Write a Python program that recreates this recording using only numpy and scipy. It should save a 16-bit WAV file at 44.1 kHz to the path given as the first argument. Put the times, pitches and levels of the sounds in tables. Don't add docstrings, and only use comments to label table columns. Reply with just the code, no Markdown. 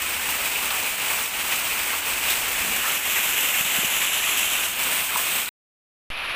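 import sys
import numpy as np
from scipy import signal
from scipy.fft import rfft, irfft, next_fast_len
from scipy.io import wavfile
from scipy.ndimage import uniform_filter1d

SR = 44100
rng = np.random.default_rng(int(sys.argv[2]) if len(sys.argv) > 2 else 0)


def wav_record(signal):
    frames = np.transpose(np.atleast_2d(signal))
    bounded = np.clip(frames, -1, 1)
    quanta = np.round(bounded * 32767).astype(np.int16)
    wavfile.write(sys.argv[1], SR, quanta)


N = 280299
TIME = np.arange(N) / SR

# (frequency [Hz], relative level [dB])
SLAP_WINDOW = [(80, -43.5), (140, -18), (230, -14), (380, -14.5), (900, -8.5), (1900, -7), (2500, -1.5),
               (2900, -4.5), (3600, -11), (4600, -15), (6000, -35.5), (9000, -70)]
SLAP_DOOR = [(80, -48.5), (140, -18), (230, -17.5), (380, -15), (900, -10.5), (1900, -6), (2500, -1.5),
             (2900, -1), (3600, -9.5), (4600, -19.5), (6000, -40), (9000, -70)]
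SLAP_GARDEN = [(80, -49.5), (140, -18), (230, -13.5), (380, -16), (900, -8), (1900, -6.5), (2500, 0.5),
               (2900, 1.5), (3600, -6), (4600, -17.5), (6000, -38), (9000, -70)]
SLAP_PORCH = [(80, -45.5), (140, -15.5), (230, -13), (380, -14), (900, -6.5), (1900, -5.5), (2500, 0.5),
              (2900, -1), (3600, -6.5), (4600, -14), (6000, -29.5), (9000, -65.5)]
# (frequency [Hz], relative level [dB])
SPRAY_WINDOW = [(3300, -37.5), (4900, -8.5), (6000, -6.5), (7400, -4.0), (8200, 1), (9100, -6),
                (10600, -6.5), (12200, -8.5), (13400, -4), (15300, 0)]
SPRAY_DOOR = [(3300, -30), (4900, -9), (6000, -5), (7400, 0.5), (8200, 1.5), (9100, -6.5), (10600, -4),
              (12200, -2), (13400, 3), (15300, -4)]
SPRAY_GARDEN = [(3300, -38), (4900, -13.5), (6000, -5), (7400, 1), (8200, -1.5), (9100, -10), (10600, -2),
                (12200, -3), (13400, -5.5), (15300, -7)]
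SPRAY_PORCH = [(3300, -35), (4900, -11), (6000, -8), (7400, -4.5), (8200, 1.5), (9100, -5), (10600, -6.5),
               (12200, -6.5), (13400, -1.5), (15300, -2)]
# (time [s], place [0 window, 1 doorway, 2 facing the garden, 3 porch])
WALK = [(2.1, 0), (2.9, .5), (3.2, 1), (3.6, 1.15), (4.15, 2), (4.45, 2.05), (4.85, 3)]
# (slap level [dB], spray re slap [dB])
PLACE_LEVELS = [(-27.5, -1.28), (-25, -.6), (-25, -2), (-26.5, -0.3)]
# (time [s], flow change [dB], half-width [s])
SURGES = [(.05, -1, .15), (0.957, -3, .035), (1.03, 0.5, .02), (1.305, -4, .06), (1.53, 1.5, .05),
          (2.002, -2.5, .035), (2.283, 2, .05), (2.41, -1, .04), (3.01, -3.5, .04), (3.19, 0.5, .04),
          (3.665, -1.1, .05), (3.76, 1.5, .025), (4.38, 2, .025), (4.728, -4.5, .06), (4.803, 2.5, .025),
          (4.92, 1.3, .03), (5.09, -3.5, .035), (5.464, -6, .04)]
# (time [s], level [dB], cavity pitch [Hz], cavity Q [-], decay [s])
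GOUTS = [(.555, -24.5, 2680, 4.2, 0.025), (0.706, -30.5, 1020, 1.3, 0.084),
         (0.703, -22.5, 2750, 1.3, 0.013), (.862, -26.5, 2430, 5, .025), (1.099, -19.5, 2330, 4.6, .01),
         (1.107, -30.5, 1060, 1.1, 0.061), (1.705, -23, 2550, 3, 0.019), (1.928, -26, 1270, 1.8, 0.014),
         (2.281, -20, 2670, 3, 0.015), (2.299, -25.5, 3680, 1.8, 0.041), (2.839, -27, 1320, 3, 0.05),
         (3.162, -26, 1900, 2, 0.027), (3.541, -22, 2200, 2.1, 0.014), (4.015, -24.5, 1900, 1.3, 0.027),
         (4.265, -29.5, 1350, 2, .025), (4.371, -30.5, 2800, 2.7, 0.022), (4.574, -34, 1300, 2.6, 0.058),
         (5.155, -22, 1080, 2.3, 0.027)]
# (time [s], level [dB])
SPATTERS = [(.303, -32), (1.218, -29), (2.298, -26.5), (4.372, -26), (5.17, -24.5)]
# (frequency [Hz], relative level [dB])
YARD_SPECTRUM = [(45, -9), (130, -19.5), (350, -18), (720, -11.5), (1450, -7), (1950, -8), (2550, -1.5),
                 (3300, -9.5), (4300, -16.5), (7200, -38), (8700, -37.5), (10200, -22.5), (12000, -31),
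                 (13500, -41)]
# (time [s], envelope peak [dB], pitch [Hz])
BUMPS = [(3.607, -30, 165), (3.651, -35.5, 160), (3.780, -27.5, 400), (3.787, -24.5, 208),
         (3.833, -26, 420), (3.845, -28, 190)]
# (frequency [Hz], relative level [dB])
RUMBLE_SPECTRUM = [(13, -32), (22, 6), (48, 7), (91, 7.5), (124, -6.5), (150, -4.5), (200, -27),
                   (330, -120)]
GRIP_SPECTRUM = [(90, -24), (170, 0.5), (260, -5), (500, -29)]

SILENCE_START_S, SILENCE_END_S = 5.490, 6.102
TOP_HZ = 15450


def stream(lumps_per_s=190, slap_s=0.011, spray_s=0.012, bed=1.4):
    lumps = impacts(lumps_per_s, spread_db=4)
    lumps = lumps / lumps.mean()
    slap = droplets(bed + tail(lumps, slap_s), base_per_s=1800, spread_db=3, wash_db=2)
    spray = droplets(bed + tail(lumps, spray_s), base_per_s=3100, spread_db=5.5, wash_db=-3)
    near_drops = impacts(per_s=110, spread_db=6.5)
    crackle = np.sqrt(tail(near_drops ** 2, decay_s=0.0008)) * rng.standard_normal(N)
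    ticks = unit(near_drops) + unit(crackle)
    return slap + undb(-19.5) * ticks, spray + undb(-14.5) * ticks


def flow(wobble_db=0.26, knots_per_s=13):
    knots_s = np.arange(0, N / SR + 1, 1 / knots_per_s)
    wobble = np.interp(TIME, knots_s, rng.standard_normal(N)[:len(knots_s)])
    return sum(hump(*surge) for surge in SURGES) + wobble_db * wobble


def runoff(slap, spray, spray_lag_s=0.018):
    place = np.interp(TIME, *np.transpose(WALK))
    slap_db, spray_db = (np.interp(place, range(4), db) for db in np.transpose(PLACE_LEVELS))
    flow_db = flow()
    late_flow_db = np.interp(TIME - spray_lag_s, TIME, flow_db)
    slaps = crossfade(slap, [SLAP_WINDOW, SLAP_DOOR, SLAP_GARDEN, SLAP_PORCH], place)
    slaps += undb(-15) * bubbles()
    sprays = crossfade(spray, [SPRAY_WINDOW, SPRAY_DOOR, SPRAY_GARDEN, SPRAY_PORCH], place)
    return undb(slap_db) * (undb(flow_db) * slaps + undb(late_flow_db + spray_db) * sprays)


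def gouts(spray_db=-14, flight_s=0.025, attack_s=0.0007):
    plops, shower = np.zeros(N), np.zeros(N)
    t = TIME[:SR // 4]
    for time_s, db, hz, q, decay_s in GOUTS:
        cavity = signal.iirpeak(hz, q, fs=SR)
        churn = signal.lfilter(*cavity, signal.lfilter(*cavity, rng.standard_normal(len(t))))
        envelope = np.exp(-t / decay_s) * (1 - np.exp(-t / attack_s))
        plop = unit(churn * envelope) * np.sqrt(np.mean(envelope ** 2))
        add(plops, time_s, undb(db) * plop)
        add(shower, time_s, undb(db + spray_db) * t / flight_s * np.exp(1 - t / flight_s))
    return plops + shower * colour(rng.standard_normal(N), SPRAY_PORCH)


def spatters(decay_s=0.025):
    power = sum(undb(db) ** 2 * (TIME > time_s) * np.exp(-abs(TIME - time_s) / decay_s)
                for time_s, db in SPATTERS)
    clicks = droplets(np.ones(N), base_per_s=1300, spread_db=5, wash_db=-5.5)
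    return np.sqrt(power) * colour(clicks, SPRAY_WINDOW)


def bubbles(count=220, centre_hz=2400, spread_oct=0.4, spread_db=4, decay_cycles=18, rise=0.08):
    out, t = np.zeros(N), TIME[:SR // 20]
    times_s = rng.uniform(0, N / SR, count)
    for time_s, (pitch, level) in zip(times_s, rng.standard_normal((count, 2))):
        cycles = centre_hz * 2 ** (spread_oct * pitch) * t
        age = cycles / decay_cycles
        ring = np.exp(-age) * np.sin(2 * np.pi * cycles * (1 + rise * age / 2))
        add(out, time_s, undb(spread_db * level) * ring)
    return unit(out)


def yard(slap, start_db=-32, swell_db_per_s=14):
    splash_db = hump(centre_s=6.3, height=2.6, half_width_s=0.012)
    level_db = start_db + swell_db_per_s * np.maximum(TIME - SILENCE_END_S, 0) + splash_db
    return undb(level_db) * colour(slap, YARD_SPECTRUM)


def thump(peak_db=-28, decay_s=0.039):
    return undb(peak_db) * np.exp(-np.maximum(TIME - SILENCE_END_S, 0) / decay_s)


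def bumps(rise_cycles=0.4):
    out, t = np.zeros(N), TIME[:SR // 15]
    for time_s, db, hz in BUMPS:
        age = hz * t / rise_cycles
        add(out, time_s, undb(db) * age * np.exp(1 - age) * np.sin(2 * np.pi * hz * t))
    return out


def handling(base_db=-53, drift_db_per_s=-0.6, swing_s=2.5):
    swing_db = hump(swing_s, height=5.5, half_width_s=0.39)
    rumble_db = base_db + drift_db_per_s * (TIME - swing_s) + swing_db
    rumble = undb(rumble_db) * colour(rng.standard_normal(N), RUMBLE_SPECTRUM)
    grip = hump(centre_s=2.69, height=undb(-46), half_width_s=0.077)
    return rumble + grip * colour(rng.standard_normal(N), GRIP_SPECTRUM)


def droplets(density, base_per_s, spread_db, wash_db):
    clicks = impacts(base_per_s * density, spread_db) * rng.choice([-1, 1], N)
    return unit(clicks) + undb(wash_db) * np.sqrt(density) * rng.standard_normal(N)


def impacts(per_s, spread_db):
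    hits = rng.random(N) < per_s / SR
    return hits * undb(spread_db * np.clip(rng.standard_normal(N), -2.5, 2.5))


def crossfade(x, spectra, place):
    mix = sum(np.clip(1 - abs(place - k), 0, 1) * colour(x, spectrum)
              for k, spectrum in enumerate(spectra))
    power = uniform_filter1d(mix ** 2, SR // 5)
    return mix / np.sqrt(power)


def colour(x, spectrum):
    hz, db = np.transpose([*spectrum, (TOP_HZ + 2000, -60)])
    size = next_fast_len(N + SR // 4) * 2
    bins_hz = np.maximum(np.arange(size // 2 + 1) * SR / size, 1)
    shape_db = np.interp(np.log(bins_hz), np.log(hz), db)
    cepstrum = irfft(np.log(undb(shape_db)))
    cepstrum[1:size // 2] *= 2
    cepstrum[size // 2 + 1:] = 0
    return unit(irfft(rfft(x, size) * np.exp(rfft(cepstrum)))[:N])


def tail(x, decay_s):
    pole = np.exp(-1 / (decay_s * SR))
    return signal.lfilter([1 - pole], [1, -pole], x)


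def hump(centre_s, height, half_width_s):
    return height * np.exp(-((TIME - centre_s) / half_width_s) ** 2)


def add(out, time_s, sound):
    start = int(time_s * SR)
    out[start:start + len(sound)] += sound[:N - start]


def undb(db):
    return 10 ** (np.asarray(db) / 20)


def unit(x):
    return x / np.sqrt(np.mean(x ** 2))


def scene():
    slap, spray = stream()
    clear = runoff(slap, spray) + gouts() + spatters() + bumps() + handling()
    muffled = yard(slap) + thump()
    mono = clear * (TIME < SILENCE_START_S) + muffled * (TIME > SILENCE_END_S)
    return np.array([mono, mono])


def record(dry):
    return signal.sosfilt(signal.ellip(12, 0.1, 85, TOP_HZ, fs=SR, output="sos"), dry)


dry = scene()
out = record(dry)
wav_record(out)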